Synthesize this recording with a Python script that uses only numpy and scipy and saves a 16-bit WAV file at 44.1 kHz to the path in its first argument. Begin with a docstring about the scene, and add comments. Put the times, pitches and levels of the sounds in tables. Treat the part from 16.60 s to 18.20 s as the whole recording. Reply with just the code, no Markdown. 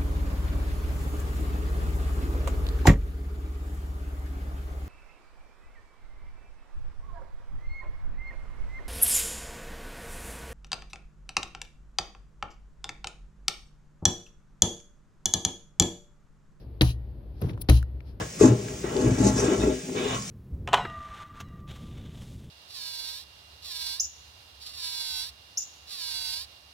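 """A car footwell, close up: a shoe works a pedal over the cabin's low, steady rumble. Twice the pedal
hits its stop with a double clack of steel that sets the floor booming and leaves a short fizz.
In between, the sole sticks and slips on the ribbed rubber pad, scuffing and squeaking.
Cloth swishes faintly as the leg moves, and shoe and pedal give a few small ticks."""
import sys
import numpy as np
from scipy import signal
from scipy.fft import rfft, irfft, next_fast_len
from scipy.io import wavfile
from scipy.ndimage import map_coordinates

SR = 44100
rng = np.random.default_rng(int(sys.argv[2]) if len(sys.argv) > 2 else 0)


def inscribe(sig):
    """Save sig as 16-bit PCM at rate SR to the path in sys.argv[1].

    A 1-D sig is mono; a 2-D sig holds one channel per row.
    Samples are clipped to [-1, 1] before scaling.
    """
    pcm = np.round(np.clip(np.atleast_2d(sig).T, -1, 1) * 32767)
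    wavfile.write(sys.argv[1], SR, pcm.astype(np.int16))


N = 70560


def amp(db):
    """Decibels to gain."""
    return 10 ** (np.asarray(db) / 20)


def unit(x):
    """Scaled to rms 1."""
    return x / np.sqrt(np.mean(x ** 2) + 1e-20)


def along(points, hz):
    """Reads a curve of (freq_hz, value) points on a log frequency axis."""
    freqs, values = np.transpose(points)
    return np.interp(np.log(hz + 1), np.log(freqs + 1), values)


def since(start_s):
    """Seconds after a moment, zero before it."""
    return np.maximum(np.arange(N) / SR - start_s, 0)


def fader(rows):
    """Gain per sample from (time_s, level_db) rows, silent outside them."""
    return amp(np.interp(since(0), *np.transpose(rows), left=-np.inf, right=-np.inf))


def wobble(rate_hz):
    """A smooth random curve with rate_hz knots a second."""
    return map_coordinates(rng.standard_normal(N // 8), [since(0) * rate_hz], mode="wrap")


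def filtered(x, response):
    """Shapes x with a gain given as a function of frequency."""
    size = next_fast_len(N + SR // 2)
    return irfft(rfft(x, size) * response(np.fft.rfftfreq(size, 1 / SR)), size)[..., :N]


def strike(start_s, t60_s, rise_s):
    """Envelope of a blow: a quick attack and an exponential decay."""
    t = since(start_s)
    return (1 - np.exp(-t / rise_s)) * np.exp(-np.log(1000) * t / t60_s)


def ring(start_s, modes, rise_s, scatter_db=0):
    """Struck, damped modes; scatter_db varies their balance from hit to hit."""
    out = 0
    for hz, db, t60_s in modes:
        gain = amp(db + scatter_db * rng.standard_normal())
        out += gain * strike(start_s, t60_s, rise_s) * np.sin(2 * np.pi * hz * since(start_s))
    return out


# How alike left and right are in every noise: freq_hz, correlation
STEREO_LIKENESS = [(60, 0.96), (300, 0.96), (700, 0.28), (3000, 0.38), (8000, 0.28), (14000, 0.17)]

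def noise(colour, grain_db=0):
    """Stereo noise of rms 1, roughened by grain_db before it is coloured."""
    def mid_side_eq(hz):
        spread = np.arccos(np.clip(along(STEREO_LIKENESS, hz), -1, 1)) / 2
        return amp(along(colour, hz)) * [np.cos(spread), np.sin(spread)]

    source = rng.standard_normal((2, N)) * amp(grain_db * wobble(900))
    mid, side = filtered(source, mid_side_eq)
    return unit(np.array([mid + side, mid - side]))


# Deep room tone of the cabin: freq_hz, gain_db
RUMBLE_EQ = [(20, -21.5), (40, -6), (63, -3.5), (85, -10.5), (125, -9), (170, -23), (240, -24.5),
             (330, -25), (550, -31.5), (1000, -44), (2000, -54), (4500, -56.5), (7500, -80), (10000, -66.5),
             (12000, -58.5), (16000, -77)]

def cabin(rumble_db=-41.5, hum_hz=62.86, hum_db=-43):
    """The bed: a steady low rumble with a wavering hum."""
    hum = np.sin(2 * np.pi * hum_hz * since(0) + wobble(9)) * amp(2 * wobble(12))
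    return amp(rumble_db) * noise(RUMBLE_EQ) + amp(hum_db) * unit(hum)


# Moves of the leg: peak_s, level_db, half_length_s
SWISHES = [(-0.005, -65.5, 0.033), (0.803, -66, 0.034), (1.49, -63, 0.025)]
# Airy hiss of cloth: freq_hz, gain_db
SWISH_EQ = [(1000, -4), (3000, -6), (5000, 0), (7500, -28), (11000, -13.5), (16000, -34)]

def cloth_swishes():
    """Cloth brushes in soft swells as the leg moves."""
    swells = sum(amp(db) * np.exp(-((since(0) - peak_s) / half_s) ** 2 / 2)
                 for peak_s, db, half_s in SWISHES)
    return swells * noise(SWISH_EQ)


# Hard metal contacts, three to each stop: start_s, level_db
CLACKS = [(0.2101, -15.5), (0.2123, -20.5), (0.2169, -23.5), (1.0878, -23.5), (1.0903, -26), (1.0988, -31)]
# Crack of a contact: freq_hz, gain_db
CLACK_EQ = [(200, -24.5), (700, -3), (1400, -4), (2500, 0), (4100, 6), (5200, -6.5), (6500, -18.5),
            (7600, -49), (10500, -17.5), (16000, -33.5)]
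# Ring of the pedal's steel: pitch_hz, level_db, t60_s
STEEL_MODES = [(759, -5, 0.19), (1265, -12, 0.094), (1846, -2, 0.1), (2465, 0.5, 0.068),
               (3400, -20.5, 0.0706), (3480, -15, 0.18), (3830, -1.5, .07), (4015, 3, 0.052),
               (4280, -14, 0.064), (3850, -9, .07), (4364, -1.5, 0.045), (5800, -20.5, .06)]

def pedal_clacks(steel_db=-13.5):
    """The pedal hits its stop: each contact is a dry crack with a ring of steel."""
    out = np.zeros((2, N))
    for start_s, db in CLACKS:
        steel = np.array([ring(start_s, STEEL_MODES, rise_s=.0002, scatter_db=2)
                          for side in ("left", "right")])
        crack = noise(CLACK_EQ) * strike(start_s, t60_s=.017, rise_s=.0001)
        out += amp(db) * (crack + amp(steel_db) * steel)
    return out


# Dull knocks of the pedal arm: start_s, thump_db, tilt_db_per_octave, clatter_db
KNOCKS = [(0.211, -14, -3.5, -22.5), (1.0890, -22.5, 10.5, -25.5), (1.0965, -17.5, 4.5, -27)]
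# Body of the arm and its bracket: pitch_hz, level_db, t60_s
ARM_MODES = [(135, -2, .14), (200, -4, .1), (245, -4, .07), (311, 1, .11), (405, -10, .06), (462, -10, .06),
             (628, -17, .085), (765, -18, .06)]
# Dull clatter: freq_hz, gain_db
CLATTER_EQ = [(40, -31), (110, -11), (200, 8), (320, 0), (500, -5), (800, -7), (1400, -15), (3000, -25.5),
              (8000, -66)]

def arm_knocks(pivot_hz=311):
    """Arm and bracket thump and clatter, putting weight under the clack."""
    out = np.zeros((2, N))
    for start_s, thump_db, tilt, clatter_db in KNOCKS:
        modes = [(hz, db + tilt * np.log2(hz / pivot_hz), t60_s) for hz, db, t60_s in ARM_MODES]
        out += amp(thump_db) * ring(start_s, modes, rise_s=.001, scatter_db=.5)
        out += amp(clatter_db) * noise(CLATTER_EQ) * strike(start_s, t60_s=.16, rise_s=.0006)
    return out


# The pedal reaches its stop: start_s, boom_db, fizz_db, fizz_hold_s, fizz_fall_db_per_s
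STOPS = [(0.2091, -11.5, -38.5, 0.1, 544), (1.0858, -11, -38, 0.088, 416.5)]
# Boom of floor panel and cabin air: pitch_hz, level_db, t60_s
FLOOR_MODES = [(50, -7, .55), (64.6, 0, .55), (119, -3, .38), (141, -17, .4), (168, -14, .25),
               (275, -31, .4), (320, -31, .4)]

def floor_boom(delay_s=.0058, hold_s=.105, drop_db=3):
    """The floor booms just after each stop and is then damped."""
    out = np.zeros(N)
    for start_s, boom_db, *_ in STOPS:
        damping = np.clip((since(start_s) - hold_s) / .015, 0, 1)
        boom = ring(start_s + delay_s, FLOOR_MODES, rise_s=.004, scatter_db=3.5)
        out += amp(boom_db - drop_db * damping) * boom
    return out


# Bright, peaky fizz: freq_hz, gain_db
FIZZ_EQ = [(300, 3), (1000, -6), (2000, -13.5), (2600, -3), (3000, 4.5), (3500, -4), (3950, 2.5),
           (4500, -1), (6300, -4.5), (7000, -12), (7800, -22.5), (9200, -15.5), (10100, 1), (10900, -7.5),
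           (13000, -15), (16000, -18)]

def fizz(sag_db_per_s=38.5, buzz_db=-9.5, width_hz=16):
    """While the floor shakes, a fine rattle hangs on and keeps the pedal's steel buzzing."""
    def steel_resonances(f):
        loss = 1j * f * width_hz
        return sum((-1) ** k * amp(db) * loss / (hz * hz - f * f + loss)
                   for k, (hz, db, _) in enumerate(STEEL_MODES))

    out = np.zeros((2, N))
    for start_s, _, fizz_db, hold_s, fall_db_per_s in STOPS:
        t = since(start_s)
        attack = 1 - np.exp(-t / .005)
        fade_db = sag_db_per_s * t + fall_db_per_s * since(start_s + hold_s)
        rattle = noise(FIZZ_EQ, grain_db=-.5)
        buzz = unit(filtered(noise(FIZZ_EQ), steel_resonances))
        out += amp(fizz_db - fade_db) * attack * unit(rattle + amp(buzz_db) * buzz)
    return out


# Thin tones of the return spring: pitch_hz, level_db, t60_s
SPRING_MODES = [(1900, -54, .7), (2950, -60, .55)]

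def return_spring():
    """The spring sings on faintly after each stop."""
    return sum(ring(start_s, SPRING_MODES, rise_s=.003) for start_s, *_ in STOPS)


# Contacts of the linkage: start_s, level_db
SNAPS = [(0.217, -21), (1.0956, -19)]
# Crisp edge of a snap: freq_hz, gain_db
SNAP_EQ = [(300, -25.5), (1200, -5), (2500, -1), (4200, -5), (6200, -2.5), (7600, -24), (9000, -10.5),
           (10400, 0), (12500, -11), (16000, -22)]

def linkage_snaps():
    """The linkage snaps after the arm: the second, brighter half of the double clack."""
    return sum(amp(db) * noise(SNAP_EQ, grain_db=-1) * strike(start_s, t60_s=.033, rise_s=.0004)
               for start_s, db in SNAPS)


# Fader ride of the sole's grit: time_s, level_db
GRIT_FADER = [(.78, -83), (.805, -60.5), (.82, -44), (.845, -54.5), (.885, -54.5), (.9, -50.5),
              (.92, -60.5), (.96, -73), (1.0, -63), (1.06, -65.5)]
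# Sandy top of the scuff: freq_hz, gain_db
GRIT_EQ = [(300, 0), (900, 8.5), (2000, -2.5), (3500, -3), (6000, -7), (7700, -33), (10500, -6.5),
           (16000, -26)]

def sole_grit(flicker_db=3.9):
    """The sole grinds over the pad with a grainy, flickering scrape."""
    grit = noise(GRIT_EQ, grain_db=1.5) * amp(flicker_db * wobble(130))
    return fader(GRIT_FADER) * unit(grit)


# Fader ride of the low scuff, for both rub and judder: time_s, level_db
SCUFF_FADER = [(.8, -72), (0.812, -65), (0.818, -23), (0.843, -22), (.87, -27.5), (0.901, -29.5),
               (.95, -33.5), (1.0, -39), (1.058, -45.5), (1.08, -92)]
# Low body of the rub: freq_hz, gain_db
RUB_EQ = [(30, -8.5), (70, -1), (105, 9), (160, 0.5), (240, -10.5), (360, -6.5), (550, -22), (900, -27.5),
          (1600, -37), (5000, -69)]

def sole_rub(trim_db=-2):
    """The sole slides on the rubber with a low, dull rub."""
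    return amp(trim_db) * fader(SCUFF_FADER) * noise(RUB_EQ, grain_db=4)


# Ring of pad and pedal under the sole: pitch_hz, level_db, t60_s
PAD_MODES = [(101.4, -6, 0.19), (143.5, -4.5, 0.12), (252, -8.5, 0.084), (343, -3, 0.045),
             (457, -13.5, 0.066), (755, -32, 0.0098)]

def sole_judder(slips_per_s=105, unevenness=.202, dulling_db_per_octave_s=30.5, trim_db=-2.5):
    """The sole sticks and slips at an uneven rate; each slip rings the pad, duller as the foot slows."""
    start_s, end_s = SCUFF_FADER[0][0], SCUFF_FADER[-1][0]
    gap_jitter, force_jitter = rng.standard_normal((60, 2)).T
    times = start_s + np.cumsum(np.exp(unevenness * gap_jitter)) / slips_per_s
    forces = amp(2 * force_jitter) * (times < end_s)
    slips = np.bincount((times * SR).astype(int), forces, minlength=N)[:N] * fader(SCUFF_FADER)
    out = np.zeros(N)
    for hz, db, t60_s in PAD_MODES:
        dulling_db = dulling_db_per_octave_s * since(start_s) * np.log2(hz / PAD_MODES[0][0])
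        pad = ring(0, [(hz, db, t60_s)], rise_s=.0006)
        out += signal.fftconvolve(slips * amp(-dulling_db), pad)[:N]
    return amp(trim_db) * out


# Small ticks of shoe and pedal: start_s, level_db, centre_hz, width_octaves, t60_s
TICKS = [(0.815, -44, 11700, 0.24, 0.039), (0.8171, -34, 380, 0.43, 0.041), (0.8946, -43, 2270, 0.68, .04),
         (0.932, -54, 2880, 0.7, 0.047), (.9765, -40, 600, 1.16, 0.017), (1.2279, -32, 1450, 0.13, 0.0093),
         (1.2277, -42, 3480, 1.9, 0.011), (1.4053, -46.5, 1910, 0.79, 0.016)]

def ticks():
    """Each tick is a short burst of noise in one resonance."""
    out = np.zeros((2, N))
    freqs = np.geomspace(20, SR / 2, num=200)
    for start_s, db, centre_hz, width_octaves, t60_s in TICKS:
        offset = np.log2(freqs / centre_hz) / width_octaves
        bell_db = -20 * np.log10(1 + offset ** 2 / 2 + offset ** 4 / 2)
        burst = noise(np.column_stack([freqs, bell_db]))
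        out += amp(db) * burst * strike(start_s, t60_s, rise_s=.00017)
    return out


# Brief rubs of the shoe: peak_s, level_db, half_length_s
SQUEAKS = [(1.0188, -34, 0.0059)]
# Thin, high squeak: freq_hz, gain_db
SQUEAK_EQ = [(800, -35.5), (2500, -18), (4200, -7), (6000, -14.5), (7400, -23.5), (9000, -11.5),
             (10400, 2.5), (12000, -7.5), (14000, -8), (16000, -9.5)]

def sole_squeak():
    """A quick rub on the rubber gives a sharp swell of high, grainy noise."""
    out = np.zeros((2, N))
    for peak_s, db, half_s in SQUEAKS:
        swell = (1 + ((since(0) - peak_s) / half_s) ** 2) ** -1.9
        out += amp(db) * swell * noise(SQUEAK_EQ, grain_db=1.5)
    return out


# Leftward pan of pedal and shoe: freq_hz, left_minus_right_db
PAN = [(40, 3), (130, 0.5), (290, 1), (640, -1), (1300, 2.5), (2400, 7), (4200, 0.5), (8000, 4),
       (15000, 12.5)]

def scene(left_lead_s=.00022, cabin_left_db=1.73):
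    """Pedal and shoe lie to the left and reach that side first; the rumble is all around."""
    sides = np.array([[.5], [-.5]])

    def place_left(hz):
        return amp(sides * along(PAN, hz)) * np.exp(2j * np.pi * hz * sides * left_lead_s)

    hits = pedal_clacks() + arm_knocks() + floor_boom() + fizz() + return_spring() + linkage_snaps()
    moves = cloth_swishes() + sole_grit() + sole_rub() + sole_judder() + ticks() + sole_squeak()
    return filtered(hits + moves, place_left) + cabin() * amp(sides * cabin_left_db)


def record(dry, low_cut_hz=37, top_hz=16200):
    """Rolls off the deepest bass and cuts the very top steeply."""
    low_cut = signal.butter(N=2, Wn=low_cut_hz, btype="high", fs=SR, output="sos")
    return filtered(signal.sosfilt(low_cut, dry), lambda hz: 1 / np.sqrt(1 + (hz / top_hz) ** 160))


dry = scene()
out = record(dry)
inscribe(out)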